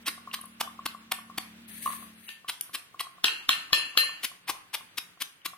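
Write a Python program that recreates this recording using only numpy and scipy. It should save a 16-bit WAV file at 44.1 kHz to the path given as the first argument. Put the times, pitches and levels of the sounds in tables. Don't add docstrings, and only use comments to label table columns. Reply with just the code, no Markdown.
import sys
import numpy as np
from scipy import signal
from scipy.fft import rfft, irfft, next_fast_len
from scipy.io import wavfile
from scipy.ndimage import uniform_filter1d, map_coordinates

SR = 44100
rng = np.random.default_rng(int(sys.argv[2]) if len(sys.argv) > 2 else 0)


def invert_db(x):
    u = np.asarray(x, float) / 20
    return 10 ** u


def wrap_up_sound(samples):
    columns = np.atleast_2d(samples).T
    tamed = np.clip(columns, -1, 1)
    steps = np.round(tamed * 32767).astype(np.int16)
    wavfile.write(sys.argv[1], SR, steps)


N = 245637


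def unit(x):
    return x / np.sqrt(np.mean(x ** 2) + 1e-20)


def along(points, hz):
    f, v = np.transpose(points)
    return np.interp(np.log(hz + 1), np.log(f + 1), v)


def curves(rows):
    s, *cols = np.transpose(rows)
    return [np.interp(np.arange(N) / SR, s, c) for c in cols]


def wobble(rate):
    knots = rng.standard_normal(int(N * rate / SR) + 4)
    return map_coordinates(knots, [np.arange(N) * rate / SR])


def filtered(x, response):
    m = next_fast_len(x.shape[-1] + 8192)
    spectrum = rfft(x, m) * response(np.fft.rfftfreq(m, 1 / SR))
    return irfft(spectrum, m)[..., :x.shape[-1]]


def coloured(x, spectrum):
    return filtered(x, lambda hz: invert_db(along(spectrum, hz)))


def causal(spectrum, size=4096):
    level = invert_db(along(spectrum, np.fft.rfftfreq(size, 1 / SR)))
    cepstrum = irfft(np.log(level + 1e-6), size)
    fold = np.r_[1, np.full(size // 2 - 1, 2), 1, np.zeros(size // 2 - 1)]
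    pulse = irfft(np.exp(rfft(cepstrum * fold)), size)
    return pulse / np.abs(pulse).max()


def add(track, s, sound):
    part = track[..., round(s * SR):][..., :sound.shape[-1]]
    part += sound[..., :part.shape[-1]]


def sides(db):
    return invert_db([[db / 2], [-db / 2]])


# hz, likeness [-1..1]
SIDE_LIKENESS = [(60, 0.68), (240, 0.56), (950, 0.24), (3770, -0.38), (15000, -0.33)]


def rush(spectrum):
    def mid_side_gains(hz):
        mix = np.arccos(np.clip(along(SIDE_LIKENESS, hz), -1, 1)) / 2
        return invert_db(along(spectrum, hz)) * [np.cos(mix), np.sin(mix)]

    mid, side = filtered(rng.standard_normal((2, N)), mid_side_gains)
    return unit(np.array([mid + side, mid - side]))


# start_s, level_db
ENGINE_LEVEL = [(0.0, -56.5), (0.2, -62), (0.57, -58), (0.8, -57), (1.14, -61), (1.39, -56), (2.01, -54),
                (2.23, -62), (2.4, -79)]
# start_s, firing_hz
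IDLE_SPEED = [(0, 38.22), (1.4, 37.24), (2.1, 37.22), (2.4, 36.5)]
# multiple of the firing rate, level_db
FIRING_ORDERS = [(1, -67), (2, -19.5), (3, -21), (4, -37), (5, -9.5), (6, -2.5), (7, -16.5), (8, -20),
                 (9, -22.5)]
# hz, level_db (per Hz)
STREET_COLOUR = [(20, -60), (40, -33), (70, -12), (140, -3.5), (165, -8), (180, 5.5), (197, -9),
                 (230, -6.5), (400, -9), (700, -14), (1100, -19)]
# hz, level_db (per Hz)
AIR_COLOUR = [(180, -11), (300, 0), (386, -13), (1430, 4), (3080, 3.5), (7130, -10), (9480, -16),
              (11200, -27), (12200, -7.5), (15400, -15.5), (16500, -46.5)]


def outside(near):
    engine_db, = curves(ENGINE_LEVEL + [(ENGINE_LEVEL[-1][0] + 0.086, -110)])
    firing_hz = curves(IDLE_SPEED)[0] * (1 + 0.0021 * wobble(5.8))
    turn = 2 * np.pi * np.cumsum(firing_hz) / SR
    engine = 0
    for multiple, db in FIRING_ORDERS:
        engine = engine + invert_db(db + 0.85 * wobble(7.69)) * np.sin(multiple * turn + 1.05 * wobble(12))

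    far_traffic_db, tyres_db = -64.5, -5.5
    street_level = np.hypot(invert_db(far_traffic_db), invert_db(engine_db + tyres_db))
    street = street_level * invert_db(2.8 * wobble(24)) * rush(STREET_COLOUR)

    still_db, late_db, late_s = -61.5, -25, 0.05
    keep = np.exp(-1 / (late_s * SR))
    late = near ** 2
    for _ in range(2):
        late = signal.lfilter([1 - keep], [1, -keep], late)
    air_level = np.sqrt(invert_db(2 * still_db) + invert_db(2 * (engine_db - 4)) + invert_db(2 * late_db) * late)
    air = air_level * invert_db(1.5 * wobble(21)) * rush(AIR_COLOUR)
    return invert_db(engine_db + 2.0) * unit(engine) + street + air


# hz, t60_s
TILE_DECAY = [(150, 0.49), (600, 0.41), (1400, 0.48), (4000, 0.26), (10000, 0.38), (16000, 0.19)]


def kitchen(x):
    out, step = np.zeros((2, N)), SR // 4
    uneven_db = 3.0
    for a in range(0, N, step):
        hz, t, z = signal.stft(rng.standard_normal((2, SR // 2)), SR, nperseg=256)
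        patches = unit(uniform_filter1d(rng.standard_normal(z.shape[1:]), size=24, axis=1))
        decay_db = 60 * t / along(TILE_DECAY, hz)[:, None]
        tail = signal.istft(z * invert_db(uneven_db * patches - decay_db), SR, nperseg=256)[1]
        tail = tail / np.linalg.norm(tail[0])
        add(out, a / SR + .009, signal.fftconvolve(x[None, a:a + step], tail, axes=1))
    return out


# start_s, pressure_db
PALM_SLIDE = [
    (1.672, -90),
    (1.68, -51.5),
    (1.85, -42),
    (1.936, -41),
    (1.98, -53.5),
    (2.036, -51),
    (2.1, -69),
    (2.278, -51),
    (2.414, -77),
]
# hz, level_db (per Hz)
SKIN_COLOUR = [(880, -50), (1500, -27), (1660, -2), (3210, -9.5), (4520, -9.5), (4950, -14.5),
               (5360, -14.5), (6420, -11.5), (7030, -17), (9400, -0.5), (12200, -4), (15700, -16.5),
               (16500, -62.5)]


def palm():
    start_s, end_s = PALM_SLIDE[0][0], PALM_SLIDE[-1][0]
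    level_db, = curves([(start_s - .01, -110)] + PALM_SLIDE + [(end_s + .04, -110)])
    grain = invert_db(1.5 * wobble(300) + 1.1 * wobble(40))
    return invert_db(level_db + 2.5) * unit(coloured(grain * rng.standard_normal((2, N)), SKIN_COLOUR))


# start_s, push_db, knock_db
COUNTER_THUMPS = [(0.859, -78, -34), (1.382, -75, -32), (2.489, -53, -50), (2.999, -54, -69),
                  (3.245, -42, -63), (3.492, -34.5, -52), (3.728, -33.5, -39), (3.972, -52, -56),
                  (4.497, -62, -37.5), (4.742, -95, -50), (5.217, -50, -64), (5.458, -52, -62)]


def counter():
    out, t = np.zeros(N), np.arange(SR // 20) / SR
    knock_hz, knock_t60_s = 308, 0.032
    push = (1 - t / 0.00095) * t / 0.001 * np.exp(1 - t / 0.0013)
    for s, push_db, knock_db in COUNTER_THUMPS:
        knock = invert_db(knock_db - 60 * t / knock_t60_s) * np.sin(2 * np.pi * knock_hz * t)
        add(out, s - .002, invert_db(push_db - 10.0) * push + knock)
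    return out


# pitch_hz, level_db, t60_s
AIR_MODES = [(1072, 2.5, 0.045), (1166, 3.5, 0.028), (1136, -17, 0.2)]
# start_s, peak_db
AIR_POPS = [(0.18, -36), (0.2757, -28.5), (0.39, -34), (0.4404, -36), (0.6763, -28), (0.7923, -26.5),
            (0.9486, -29.5), (1.1883, -32.5), (1.3, -33), (2.447, -37.5), (2.6956, -42.5), (2.9456, -35.5),
            (3.0693, -34.5), (3.1833, -42.5), (3.2444, -26.5), (3.2827, -34), (3.494, -16.5), (3.5543, -34),
            (3.708, -38), (3.735, -22.5), (3.7967, -32), (3.954, -36), (3.975, -29), (4.035, -28.5),
            (4.093, -32), (4.3165, -40.5), (4.5513, -39), (4.8088, -39.5), (5.1752, -51), (5.535, -35.5)]
# start_s, peak_db
PESTLE_SETTLES = [
    (1.8616, -14.5),
    (1.8765, -19.5),
    (1.8924, -29),
    (1.9038, -23.5),
    (1.935, -30.5),
    (2.0266, -36.5),
]


def cup():
    out, t = np.zeros(N), np.arange(SR // 6) / SR
    kick_early_s = 0.00251
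    kicks = [(row[0] - kick_early_s, row[-1]) for row in FOOD_BLOWS]
    for s, db in kicks + AIR_POPS + PESTLE_SETTLES:
        bend = 1 + rng.normal(0, 0.0046)
        air = np.zeros(len(t))
        for k, (hz, level_db, t60_s) in enumerate(AIR_MODES):
            air += (-1) ** k * invert_db(level_db - 60 * t / t60_s) * np.sin(2 * np.pi * hz * bend * t)
        puff_db = -52.5 + 0.37 * (db + 42.5)
        puff_turn = 2 * np.pi * bend ** 3 * t
        puff = np.sin(740 * puff_turn) + 0.86 * np.sin(1420 * puff_turn)
        add(out, s - .002, invert_db(db - 6.0) * air + invert_db(puff_db - 60 * t / 0.031) * puff)
    return out


# start_s, spread_s, crunch_db, body_db, kick_db (to the cup air)
FOOD_BLOWS = [(0.0817, 0.0072, -30, -26.5, -24.5), (0.3434, 0.004, -33, -26, -27),
              (0.612, 0.0034, -29.5, -12, -31), (0.8628, 0.0024, -27.5, -19, -23),
              (1.1215, 0.0025, -28.5, -18, -22), (1.3837, 0.0024, -30.5, -19, -29.5),
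              (2.497, 0.005, -31, -26.5, -50), (2.7516, 0.0054, -33, -37, -29.5),
              (3.0082, 0.0046, -33, -23, -24.5), (4.247, 0.0054, -30, -29, -73),
              (4.4986, 0.0069, -32, -15, -29.5), (4.7482, 0.0047, -31, -19.5, -34.5),
              (4.9839, 0.0036, -32.5, -30, -71), (5.22, 0.0051, -33, -29, -32),
              (5.4611, 0.0036, -33, -35, -27)]
# hz, level_db (per Hz)
FOOD_COLOUR = [(18, -78.5), (30, -60), (306, -3.5), (547, -20), (953, -12), (1090, -9), (1310, -11.5),
               (2340, -6.5), (3210, -4.5), (5300, -9.5), (7470, -19), (9220, -11.5), (14800, -17),
               (16500, -43)]
# start_s, peak_db, pitch_hz
RINGING_SNAPS = [(0.0687, -24, 2590), (0.313, -33, 2760), (0.412, -28, 10620), (0.4554, -33, 11020),
                 (1.118, -19, 2270), (1.8677, -30.5, 2840), (1.893, -31, 10500), (1.935, -39, 9510),
                 (2.283, -30.5, 2760), (2.4838, -23, 3080), (2.9947, -20, 2845), (3.2808, -13.5, 2680),
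                 (3.5292, -13, 2710), (4.2308, -30, 3100), (4.482, -25, 2390), (4.8883, -53, 3140),
                 (5.206, -39, 2190), (5.3214, -58, 3240), (5.416, -49, 3080)]
# start_s, peak_db, left_right_db
HUSK_TICK = [
    (2.61, -16, -3),
]
# hz, level_db (per Hz)
HUSK_COLOUR = [(470, -34), (1800, -26), (3200, -7), (5200, -12), (7910, -14), (8530, -12), (9930, 3),
               (11100, -25.5), (12200, 7.5), (16500, -47)]


def crunches():
    out, t = np.zeros((2, N)), np.arange(-2048, 2048) / SR
    for s, spread, db, body_db, _ in FOOD_BLOWS:
        sink = np.exp(t / (2.1 * spread) - (t / (3.5 * spread)) ** 6)
        landing = np.exp(-.5 * (t / (1.056 * spread)) ** 2)
        swarm = np.where(t < 0, sink, landing)
        clumps = uniform_filter1d(rng.standard_normal(len(t)), size=25) * 5
        bursts = rng.standard_normal(len(t)) * invert_db(2.8 * clumps)
        tone = [(350, -8.5), (800, body_db + 28.0), (1800, 2), (6000, 1), (8000, 3)]  # Hz, dB
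        crunch = unit(filtered(bursts, lambda hz: invert_db(along(FOOD_COLOUR, hz) + along(tone, hz))))
        pan_db = -4 + 1.04 * s
        add(out, s + t[0], invert_db(db + 5.5) * sides(pan_db) * swarm * crunch)
    return out


def snaps():
    out, t = np.zeros((2, N)), np.arange(3000) / SR
    for s, db, pitch_hz in RINGING_SNAPS:
        noise = rng.standard_normal(len(t))
        grit = filtered(noise, lambda hz: np.exp(-(np.log(hz / pitch_hz + 1e-3) / 0.3) ** 2))
        shape = invert_db(db - 60 * t / .02) * (1 - np.exp(-t / 0.00082))
        pan_db = -0.2 * (db + 45)
        add(out, s, shape * sides(pan_db) * (np.sin(2 * np.pi * pitch_hz * t) + .5 * unit(grit)))
    for s, db, pan_db in HUSK_TICK:
        husk = unit(coloured(rng.standard_normal(len(t)), HUSK_COLOUR))
        add(out, s, invert_db(db - 2.5 - 60 * t / 0.015) * sides(pan_db) * husk)
    return out


# start_s, crack_db, rim_db, wall_db, shaft_db
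STEEL_BLOWS = [
    (0.338, -35, -50, -60, -39),
    (1.1196, -74, -28, -35, -53),
    (2.29, -20, -31.5, -32.5, -83),
    (3.2435, 1.5, -16, -17.5, -18),
    (3.492, 2, -15.5, -19.5, -15),
    (3.7311, 3, -14, -14, -12),
    (3.975, 1.5, -8, -15, -6),
]
# pitch_hz, level_db, t60_s
STEEL_MODES = [(1792, -13.5, 0.27), (2150, -24, 0.3), (2574, -20, 0.34), (2692, -20, 0.5),
               (2767, -20, 0.45), (2900, -24, 0.35), (3070, -26, .3), (3413, -26, 0.12),
               (4137, -10.5, 0.32), (4420, -25, 0.25), (5140, -44.5, .3), (6002, -43, 0.33),
               (7290, -44, 0.21), (8900, -38, .24), (10029, -20, 0.24), (10886, -27, 0.15),
               (12674, -19.5, 0.15), (14950, -25, .17)]
# hz, level_db (per Hz)
WALL_COLOUR = [(2000, -8), (2500, 18), (2800, 24), (3350, 14), (3700, 2.5), (4700, 12.5), (5200, -8.5),
               (7300, 1), (9500, -58), (11000, -34)]
# hz, level_db (per Hz)
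CRACK_COLOUR = [(150, -47), (250, -20.5), (644, -22), (1250, -9.5), (2080, -14), (3400, -3.5), (6510, -21),
                (9080, -21.5), (11000, -20), (13600, -33.5), (15100, -24), (16500, -46)]


def steel():
    out, t = np.zeros((2, N)), np.arange(SR // 3) / SR

    def drift(rate):
        both = rng.standard_normal((2, int(rate / 3) + 4))
        return np.array([map_coordinates(knots, [t * rate]) for knots in both])

    stop = 1 / (1 + np.exp((t - .245) / .006))
    for s, crack_db, rim_db, wall_db, shaft_db in STEEL_BLOWS:
        chatter = 0.21 * invert_db(-60 * t / 0.019) * rng.standard_normal(len(t))
        chatter[0] += np.interp(wall_db, [-26, -18], [.2, 1.5])
        crack = signal.fftconvolve(chatter, causal(CRACK_COLOUR))[:len(t)]

        free = np.interp(wall_db, [-32, -18], [.7, 1])
        high_db = (rim_db + shaft_db) / 2 - 0.5
        reach = [(1800, rim_db), (2700, wall_db), (4140, shaft_db), (9000, high_db)]
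        ring = np.zeros((2, len(t)))
        for hz, db, t60_s in STEEL_MODES:
            waver_db = rng.normal(0, 1.5) + 2.6 * drift(45)
            level = invert_db(db + along(reach, hz) + waver_db - 60 * t / (t60_s * free))
            cycles = hz * t + rng.random() + 0.34 * rng.random((2, 1))
            ring += level * np.sin(2 * np.pi * cycles + hz / 14000 * drift(70))

        wall = unit(coloured(rng.standard_normal((2, len(t))), WALL_COLOUR))
        wall = invert_db(wall_db - 12.5 - 60 * t / (0.5 * free)) * wall
        onset = 1 - np.exp(-t / 0.00057)
        add(out, s, invert_db(crack_db - 6.0) * crack + (ring + wall) * stop * onset)

        lead = np.arange(-600, 0) / SR
        crumbs = unit(coloured(rng.standard_normal(len(lead)), FOOD_COLOUR))
        add(out, s + lead[0], invert_db(crack_db - 24.5 + 60 * lead / 0.018) * crumbs)
    return out


# hz, left_right_db
PORT_TILT = [(300, 0), (2400, 2.5), (4400, 2.5), (8100, 2.5), (15000, 13)]


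def ports(x, lead):
    def half(hz):
        return invert_db(along(PORT_TILT, hz) / 2) * np.exp(.5j * along(lead, hz))

    return filtered(x, lambda hz: np.array([half(hz), 1 / half(hz)]))


# hz, left_lead_radians
FOOD_LEAD = [(150, 0.63), (1460, 0.65), (2240, 0.59), (4700, 1.14), (15000, 1.7)]
STEEL_LEAD = [(1100, 0), (1800, 1.8), (2700, 2.3), (3300, .6), (4130, .5), (4700, 2.5), (10000, 2.8),
              (15000, 2.5)]
COUNTER_LEAD = [(30, 4.1), (120, 0.33), (400, 0.99)]


def scene():
    soft, hard = crunches() + snaps() + cup() + palm(), steel()
    airborne = filtered(soft.mean(0) + invert_db(4.5) * hard.mean(0), lambda hz: 1 / (1 + (260 / (hz + 1)) ** 4))
    near = ports(soft, FOOD_LEAD) + ports(hard, STEEL_LEAD) + ports(counter(), COUNTER_LEAD)
    return near + invert_db(-9.0) * kitchen(airborne) + outside(airborne)


def thin_treble(x):
    near_db = [(1800, -30), (3400, -1.5), (5500, 1), (7200, 1), (8500, -.5), (10500, 1), (15000, 1)]  # Hz, dB
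    loud_db = [(9800, -45), (10600, -21), (15000, -21)]  # Hz, dB
    hz, t, z = signal.stft(x, SR, nperseg=2048)
    power = np.mean(abs(z) ** 2, axis=0)
    whole = power.mean(0)
    around = uniform_filter1d(power ** .3, size=81, axis=0) ** (1 / .3)
    mask = around * invert_db(2 * along(near_db, hz))[:, None] + whole * invert_db(2 * along(loud_db, hz))[:, None]
    near = uniform_filter1d(uniform_filter1d(power, size=7, axis=0), size=2, axis=1)
    attack = whole > 2.5 * np.roll(whole, 1)
    return signal.istft(z * ((near > mask) | attack), SR, nperseg=2048)[1][:, :N]


def top_cut(x):
    return signal.sosfilt(signal.butter(12, 16630, fs=SR, output="sos"), x)


def record(dry):
    keep = np.exp(-1 / (.03 * SR))
    power = signal.lfilter([1 - keep], [1, -keep], np.mean(dry ** 2, axis=0))
    ducked = dry * (1 + power / invert_db(-33)) ** -.12
    rounded = ducked / (1 + abs(ducked / .9) ** 4) ** .25
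    mix = thin_treble(filtered(rounded, lambda hz: hz < 16600))
    return top_cut(mix)


dry = scene()
out = record(dry)
wrap_up_sound(out)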